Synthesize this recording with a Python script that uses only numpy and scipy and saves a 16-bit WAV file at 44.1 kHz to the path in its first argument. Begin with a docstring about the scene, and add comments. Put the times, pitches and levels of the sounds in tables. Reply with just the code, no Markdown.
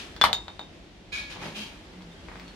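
"""A glass bottle is set into a pneumatic steel machine at the open side of a storage hall.
Its impacts excite damped modes: it chatters against the steel head, lands with a knock that
rings the frame, and clinks three times as it settles. Valves puff air that hisses and whistles
in the air line's resonances. A lever slides open with a friction rumble, its hinge squeaks and
loose parts rattle, all over outdoor noise, a low hum and a faint air leak."""
import sys
import numpy as np
from scipy import signal
from scipy.fft import rfft, irfft
from scipy.io import wavfile

SR = 44100
rng = np.random.default_rng(int(sys.argv[2]) if len(sys.argv) > 2 else 0)


def materialize(psi):
    """Save the field psi as 16-bit PCM at rate SR to the path in sys.argv[1].

    A 1-D psi becomes a single channel; in a 2-D psi each row is a channel.
    """
    bounded = np.clip(np.atleast_2d(psi).T, -1, 1)
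    quanta = np.round(bounded * 32767).astype(np.int16)
    wavfile.write(sys.argv[1], SR, quanta)


N = 112454
T = np.arange(N) / SR
HZ = np.fft.rfftfreq(N, 1 / SR)

# likeness of left and right in a diffuse field (f/Hz, correlation)
DIFFUSE_CORRELATION = [(30, .93), (200, 0.93), (500, 0.72), (1200, 0.17), (3000, 0.067), (16000, 0.033)]
# reverberation time of the hall (f/Hz, T60/s)
HALL_DECAY = [(100, 1), (1000, 0.44), (4000, 0.27), (8000, 0.49), (16000, 0.34)]
# spectrum of the valve hiss and of the small ticks (f/Hz, level/dB)
BRIGHT_SPECTRUM = [(200, -13.5), (700, -8.5), (1400, -5.5), (2200, -5), (3100, 0.5), (4300, -2.5),
                   (5500, -7.5), (6700, -11), (8000, -20), (9200, -16.5), (10500, -25.5), (12000, -23),
                   (16000, -43.5)]


def amp(db):
    """Amplitude ratio of a level in decibels."""
    return 10 ** (np.asarray(db) / 20)


def unit(x):
    """Normalisation to rms 1."""
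    return x / np.sqrt(np.mean(abs(x) ** 2) + 1e-20)


def read(points, hz):
    """Interpolation on a logarithmic frequency axis."""
    f, value = np.transpose(points)
    return np.interp(np.log(hz + 1), np.log(f + 1), value)


def add(mix, s, sound):
    """Superposition of a stereo sound onto the mix at time s."""
    part = mix[:, max(round(s * SR), 0):][:, :sound.shape[1]]
    part += sound[:, :part.shape[1]]


def pan(db):
    """Left and right gains for an interaural level difference."""
    return amp(np.array([[db], [-db]]) / 2)


def tilt(hz, db_per_octave):
    """Spectral slope in dB, pivoting at 3 kHz and flat below 1 kHz."""
    return db_per_octave * np.log2(np.maximum(hz, 1000) / 3000)


def noise(spectrum, correlation, slope=0):
    """Partly coherent stereo noise: the right side mixes the left with independent noise."""
    left, other = rfft(rng.standard_normal((2, N)))
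    c = np.clip(correlation, -1, 1)
    right = c * left + np.sqrt(1 - c * c) * other
    return unit(irfft(np.array([left, right]) * amp(read(spectrum, HZ) + tilt(HZ, slope)), N))


def resonant(peaks):
    """Resonances (f/Hz, width/Hz, level/dB) driven by stereo white noise."""
    gain = sum(amp(db) / (1 + (2 * (HZ - hz) / width) ** 2) ** .75 for hz, width, db in peaks)
    return unit(irfft(rfft(rng.standard_normal((2, N))) * gain, N))


def wander(rate_hz):
    """Random modulation: bounded low-pass noise of rms near 1."""
    slow = irfft(rfft(rng.standard_normal(N)) / (1 + (HZ / rate_hz) ** 4), N)
    return np.clip(unit(slow), -2, 2)


def highpass(x, hz):
    """Third-order attenuation of the bass below hz."""
    return signal.sosfilt(signal.butter(3, hz, "high", fs=SR, output="sos"), x)


def click(spectrum, pan_db, lag_ms, slope=0, size=2048):
    """A minimum-phase impulse that arrives lag_ms later on the right."""
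    hz = np.fft.rfftfreq(size, 1 / SR)
    log_gain = np.log(amp(read(spectrum, hz) + tilt(hz, slope)))
    response = np.exp(signal.hilbert(np.r_[log_gain, log_gain[-2:0:-1]]).conj())[:len(hz)]
    delay = np.exp(-2j * np.pi * hz * lag_ms / 1000)
    pulse = irfft(np.array([response, response * delay]))[:, :size // 2]
    return pan(pan_db) * pulse / abs(pulse).max()


def contacts(rows, spectrum, pan_db, lag_ms):
    """Impact transients, one click per row (t/s, level/dB, ..., slope/(dB/octave))."""
    out = np.zeros((2, N))
    for s, db, *_, slope in rows:
        add(out, s, amp(db) * click(spectrum, pan_db, lag_ms, slope))
    return out


def ring(modes, lag_ms):
    """Free vibration after a blow: a sum of exponentially damped modes."""
    t = np.maximum(T[:SR] - np.array([[0], [lag_ms / 1000]]), 0)
    return sum(pan(side) * amp(db - 60 * t / t60) * np.sin(2 * np.pi * hz * t)
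               for hz, db, t60, side in modes)


def blows(rows, sound):
    """Linear response to repeated blows: the same sound at each (t/s, level/dB)."""
    out = np.zeros((2, N))
    for s, db in rows:
        add(out, s, amp(db) * sound)
    return out


def swells(rows):
    """Tones with random phase modulation under Gaussian envelopes."""
    out = np.zeros(N)
    for s, width, hz, db in rows:
        phase = 2 * np.pi * hz * T + hz / 2000 * wander(60) + 0.2 * wander(4.9)
        out += amp(db) * np.exp(-.5 * ((T - s) / width) ** 2) * np.sin(phase)
    return out


def echo(x, t60, delay_s):
    """Diffuse reverberation: convolution with decaying noise that fades in around delay_s."""
    diffuse = noise([(1, 0), (SR, 0)], read(DIFFUSE_CORRELATION, HZ))[:, :SR]
    hz, t, bands = signal.stft(diffuse, SR, nperseg=256)
    decay = amp(-60 * t / read(t60, hz)[:, None])
    tail = signal.istft(bands * decay, SR, nperseg=256)[1][:, :SR]
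    tail *= np.clip(T[:SR] / delay_s - .5, 0, 1)
    return signal.fftconvolve(x[:1], tail / np.linalg.norm(tail[0]), axes=1)[:, :N]


def space(x, near_db, hall_db):
    """Direct sound, early reflections off the machine and late reverberation from the hall."""
    # decay of reflections among the machine's parts (f/Hz, T60/s)
    near_decay = [(100, 0.63), (1000, 0.21), (4000, 0.17), (16000, 0.11)]
    early = amp(near_db) * echo(x, near_decay, delay_s=0.00067)
    return x + early + amp(hall_db) * echo(x, HALL_DECAY, delay_s=0.06)


def background():
    """Diffuse outdoor noise, a hum modulated in amplitude and phase, and a faint air leak."""
    # spectra of the outdoor noise and of the leak (f/Hz, level/dB)
    yard_spectrum = [(20, -5), (50, 2), (80, -4.5), (125, -11.5), (180, -5.5), (250, -11.5), (330, -5.5),
                     (450, -15.5), (700, -15.5), (1200, -26.5), (2100, -23), (3600, -23.5), (6000, -33),
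                     (9000, -48.5), (12000, -73.5), (16000, -68)]
    leak_spectrum = [(100, 3.5), (300, 6), (700, -3.5), (1500, -2), (3400, -4), (5000, -9.5), (7000, -14.5),
                     (9000, -18.5), (12000, -26), (16000, -44)]
    # harmonics of the hum (f/Hz, level/dB)
    harmonics = [(49, -55), (98, -62)]
    # envelope of the leak (t/s, level/dB)
    leak_envelope = [(0, -44.5), (.2, -53), (.75, -57), (1.1, -59.5), (1.75, -52), (1.95, -54), (2.2, -53),
                     (2.42, -50.5), (2.55, -52.5)]
    correlation = read(DIFFUSE_CORRELATION, HZ)
    outdoors = amp(-47.85 + 1.1 * wander(3.8)) * noise(yard_spectrum, correlation)
    hum = sum(amp(db) * (1 + .35 * wander(6)) * np.sin(2 * np.pi * hz * T + .6 * wander(3))
              for hz, db in harmonics)
    leak_db = np.interp(T, *np.transpose(leak_envelope)) + 0.44 * wander(30)
    return outdoors + hum + pan(db=1) * amp(leak_db) * noise(leak_spectrum, correlation)


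def valves():
    """Escaping air excites resonances of the line and exhaust port; the line whistles and rings on."""
    # puffs of air (start/s, rise/s, hold/s, fall/(dB/s), hiss/dB, whistle/dB,
    # hiss slope/(dB/octave), line noise/dB, port noise/dB)
    puffs = [(-.03, 0.0046, 0.019, 166, -38.5, -58, -0.5, -56, -45.5),
             (1.118, 0.014, 0.046, 116, -39, -36, -0.5, -34, -53),
             (1.297, 0.0069, 0.02, 106, -42.5, -81, -1, -61, -53),
             (1.395, 0.035, 0.046, 130, -44.5, -62, 1.8, -51, -54),
             (1.543, 0.022, 0.055, 137, -41.5, -53.5, 2.5, -51, -39.5)]
    # modes of the air line (f/Hz, level/dB, left-right/dB, fall/(dB/s))
    line_modes = [(1685, -9, 0, 55), (2263, 1, 3, 135), (2471, 0, 2, 155), (3255, -14, 2, 110),
                  (3690, -13, 2, 110), (4007, -11, 3, 100), (4130, -14, 2, 110), (4467, -14, 2, 100),
                  (5000, -17, 2, 120), (5640, -22, 0, 130), (6650, -20, 0, 130), (6900, -22, 0, 130),
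                  (9120, -26, 0, 130)]
    # resonances of the exhaust port (f/Hz, width/Hz, level/dB)
    port_resonances = [(1650, 28, -5), (2430, 50, -1), (2760, 170, -4), (3190, 150, -2), (3880, 60, -9),
                       (4540, 140, -12)]
    line_width_hz, flutter_depth = 40, .18
    tones = []
    for hz, db, side, ring_fall in line_modes:
        pair = [(1 + flutter_depth * wander(27)) * np.sin(2 * np.pi * hz * T + .5 * wander(19))
                for _ in range(2)]
        tones.append((pan(side) * amp(db) * np.array(pair), ring_fall))
    line = resonant([(hz, line_width_hz, db) for hz, db, *_ in line_modes])
    port = resonant(port_resonances)
    out = np.zeros((2, N))
    for start, rise, hold, fall, hiss_db, whistle_db, slope, line_db, port_db in puffs:
        opening = np.clip((T - start) / rise, 0, 1)
        closed_s = np.maximum(T - start - rise - hold, 0)
        hiss = noise(BRIGHT_SPECTRUM, correlation=0.05, slope=slope) * amp(hiss_db + .8 * wander(99))
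        flow = hiss + amp(line_db) * line + amp(port_db) * port
        whistle = sum(tone * amp(-ring_fall * closed_s) for tone, ring_fall in tones)
        out += opening * (pan(db=1.5) * flow * amp(-fall * closed_s) + amp(whistle_db - 2) * whistle)
    return out + amp(-22.5) * echo(out, HALL_DECAY, delay_s=.03)


def head_chatter():
    """Contact damping: each tap on the steel head replaces its ring, and the seated bottle stills it."""
    # taps of the bottle (t/s, click/dB, ring/dB, slope/(dB/octave))
    taps = [(0.1643, -27, -46.5, 2.5), (0.2139, -5, -14, 1), (.2188, -29, -10.5, -4)]
    # spectrum of a tap (f/Hz, level/dB)
    tap_spectrum = [(100, -20.5), (500, -3.5), (1000, 3.5), (1900, 2), (2600, -11.5), (4500, -3.5),
                    (7000, -22.5), (11000, -35.5), (16000, -31.5)]
    # modes of the head (f/Hz, level/dB, T60/s, left-right/dB)
    head_modes = [(3465, 0, .11, 5), (1560, -13, .03, 3), (2089, -22, .07, 4), (2955, -20, .07, 3),
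                  (5157, -22, .03, 3), (7413, -38, .06, 0), (11150, -38, .02, 0)]
    seated_s, seated_t60_s, handover_s = 0.23, 0.044, 0.0013
    clicks = contacts(taps, tap_spectrum, pan_db=5, lag_ms=.07)
    tone = ring(head_modes, lag_ms=0)
    rings = np.zeros((2, N))
    next_taps = [s for s, *_ in taps[1:]] + [np.inf]
    for (s, _, db, _), end in zip(taps, next_taps):
        rings += blows([(s, db)], tone) * np.clip(1 - (T - end) / handover_s, 0, 1)
    rings *= amp(-60 * np.maximum(T - seated_s, 0) / seated_t60_s)
    return space(clicks, near_db=-1, hall_db=-22) + space(rings, near_db=-17, hall_db=-32)


def landing_knock():
    """Impact excitation: the bottle lands on its plate, the frame rings and the stand sways."""
    # landing and bounces (t/s, click/dB, ring/dB, slope/(dB/octave))
    knocks = [(0.2381, -11, -25, 4), (0.2397, -2.5, -4.5, -0.5), (.2432, -35, -46, 6),
              (0.2495, -14, -13.5, -0.5), (.2530, -23, -35, 1)]
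    # spectrum of a knock (f/Hz, level/dB)
    knock_spectrum = [(60, -10), (250, -14), (450, -13), (620, -8), (850, 1), (1100, 1), (1600, -5),
                      (2100, -3), (2600, -9), (4000, -4), (5500, -14), (7000, -22), (9500, -20),
                      (12000, -23), (16000, -35)]
    # modes of the frame (f/Hz, level/dB, T60/s, left-right/dB)
    frame_modes = [(578, -42, .45, 2), (635, -37, .3, 2), (753, -25, .25, 2), (963, -12, .13, 3),
                   (1013, -25, .21, 3), (1274, -21, .14, 4), (2082, -18, .14, 6), (2961, -30, .18, 2),
                   (3068, -32, .17, 2), (3392, -23, .2, -1), (900, -10, .012, 2), (1130, -4, .012, 3),
                   (3636, -26, .2, -2), (4350, -36, .18, 0)]
    # sway of the stand (centre/s, width/s, f/Hz, level/dB)
    sway = [(.27, .035, 91, -47.5)]
    clicks = contacts(knocks, knock_spectrum, pan_db=2.5, lag_ms=0.11)
    rings = blows([(s, db) for s, _, db, _ in knocks], ring(frame_modes, lag_ms=0.031))
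    rings = highpass(rings, hz=635)
    return space(clicks, near_db=3, hall_db=-31) + space(rings, near_db=-10, hall_db=-21.5) + swells(sway)


def bottle_clinks():
    """Free vibration of the settling glass; softer contacts excite less treble."""
    # contacts of the glass (t/s, click/dB, ring/dB, slope/(dB/octave))
    clinks = [(0.33, -8.5, -24.5, 3), (0.4818, -23.5, -42.5, -5), (0.594, -23, -36.5, -5.5)]
    # spectrum of a contact (f/Hz, level/dB)
    clink_spectrum = [(100, -13.5), (400, -10), (750, 7.5), (1500, 2.5), (2500, 0), (4000, 9), (5800, -9),
                      (7500, -9), (11000, -38), (16000, -67)]
    # modes of the bottle, the lowest two beating (f/Hz, level/dB, T60/s, left-right/dB)
    glass_modes = [(3635, -1, .18, -3), (3689, 0, .26, -2), (3900, -7, .06, 0), (4250, -10, .04, 2),
                   (6638, -16, .2, 0), (7550, -13, .04, 0), (9318, -27, .15, -3), (10950, -21, .09, 0),
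                   (11560, -18, .1, 0), (14300, -33, .08, 0)]
    clicks = contacts(clinks, clink_spectrum, pan_db=9, lag_ms=0.088)
    rings = np.zeros((2, N))
    for s, _, ring_db, slope in clinks:
        excited = [(hz, db + tilt(hz, slope), t60, side) for hz, db, t60, side in glass_modes]
        add(rings, s, amp(ring_db) * ring(excited, lag_ms=0.054))
    return space(clicks, near_db=-5, hall_db=-22) + space(rings, near_db=-14, hall_db=-40)


def lever():
    """Sliding friction drives the lever's resonances; the frame drones and the hinge squeaks."""
    # envelope of the slide (t/s, level/dB)
    slide_envelope = [(1.0, -80), (1.2, -55.5), (1.33, -53.5), (1.395, -46), (1.425, -36.5), (1.47, -37),
                      (1.515, -45), (1.59, -44.5), (1.69, -50.5), (1.8, -57.5), (2.55, -58)]
    # spectrum of the friction (f/Hz, level/dB)
    friction_spectrum = [(40, -24.5), (100, -4), (170, 9.5), (280, -0.5), (450, 2.5), (900, -8.5),
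                         (1300, -4), (2200, -5), (5000, -29.5), (16000, -57.5)]
    # resonances of the lever (f/Hz, width/Hz, level/dB)
    lever_resonances = [(140, 30, -2), (197, 20, -1), (283, 16, 0), (368, 20, -3), (490, 30, -8),
                        (610, 30, -4), (796, 40, -1), (868, 30, 1), (940, 30, 1), (1100, 60, -6)]
    # tones of the frame and of the hinge (centre/s, width/s, f/Hz, level/dB)
    drones = [(1.598, 0.023, 210.4, -37.5), (1.985, 0.037, 183.2, -43.5), (2.085, 0.035, 171.4, -44.5),
              (2.42, 0.054, 178, -48.5)]
    squeaks = [(2.125, 0.012, 3620, -55.5), (2.185, .025, 3230, -58), (2.49, 0.022, 4340, -54)]
    friction = amp(-2) * noise(friction_spectrum, read(DIFFUSE_CORRELATION, HZ))
    body = amp(-6.5) * resonant(lever_resonances)[:1]
    slide_db = np.interp(T, *np.transpose(slide_envelope)) + 1.4 * wander(100)
    return (friction + body) * amp(slide_db) + swells(drones) + swells(squeaks)


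def loose_parts():
    """Impact transients: the lever's loose parts rattle, with two small bright ticks."""
    # impacts of the parts (t/s, level/dB, slope/(dB/octave))
    impacts = [(1.333, -40, -12), (1.361, -32, -6), (1.371, -32, -18), (1.388, -44, -2), (1.719, -40, -4),
               (2.008, -39, -3), (2.286, -28.5, -1), (2.299, -49, 10), (2.316, -29.5, -2),
               (2.338, -38.5, 1), (2.347, -57, 0), (2.357, -29.5, -1), (2.368, -40, 6), (2.398, -28.5, 7),
               (2.414, -37, -4)]
    # spectrum of an impact (f/Hz, level/dB)
    impact_spectrum = [(80, -8), (300, -6.5), (700, -2.5), (1100, -0.5), (1550, -3.5), (2000, -0.5),
                       (3000, -11.5), (5000, -21), (9000, -54), (16000, -47)]
    # bright ticks (t/s, level/dB)
    tick_events = [(2.022, -35), (2.480, -32)]
    rattles = contacts(impacts, impact_spectrum, pan_db=5.5, lag_ms=0)
    ticks = blows(tick_events, click(BRIGHT_SPECTRUM, pan_db=3, lag_ms=0.042))
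    return space(rattles + ticks, near_db=-1, hall_db=-11)


def scene():
    """Superposition of all sources."""
    return (background() + valves() + head_chatter() + landing_knock() + bottle_clinks()
            + lever() + loose_parts())


def record(dry):
    """Bass cut, clipping at full scale and band limiting."""
    limited = np.clip(highpass(dry, hz=44), -1, 1)
    lowpass = signal.firwin(511, cutoff=15900, window=("kaiser", 9), fs=SR)
    return signal.oaconvolve(limited, lowpass[None], "same")


dry = scene()
out = record(dry)
materialize(out)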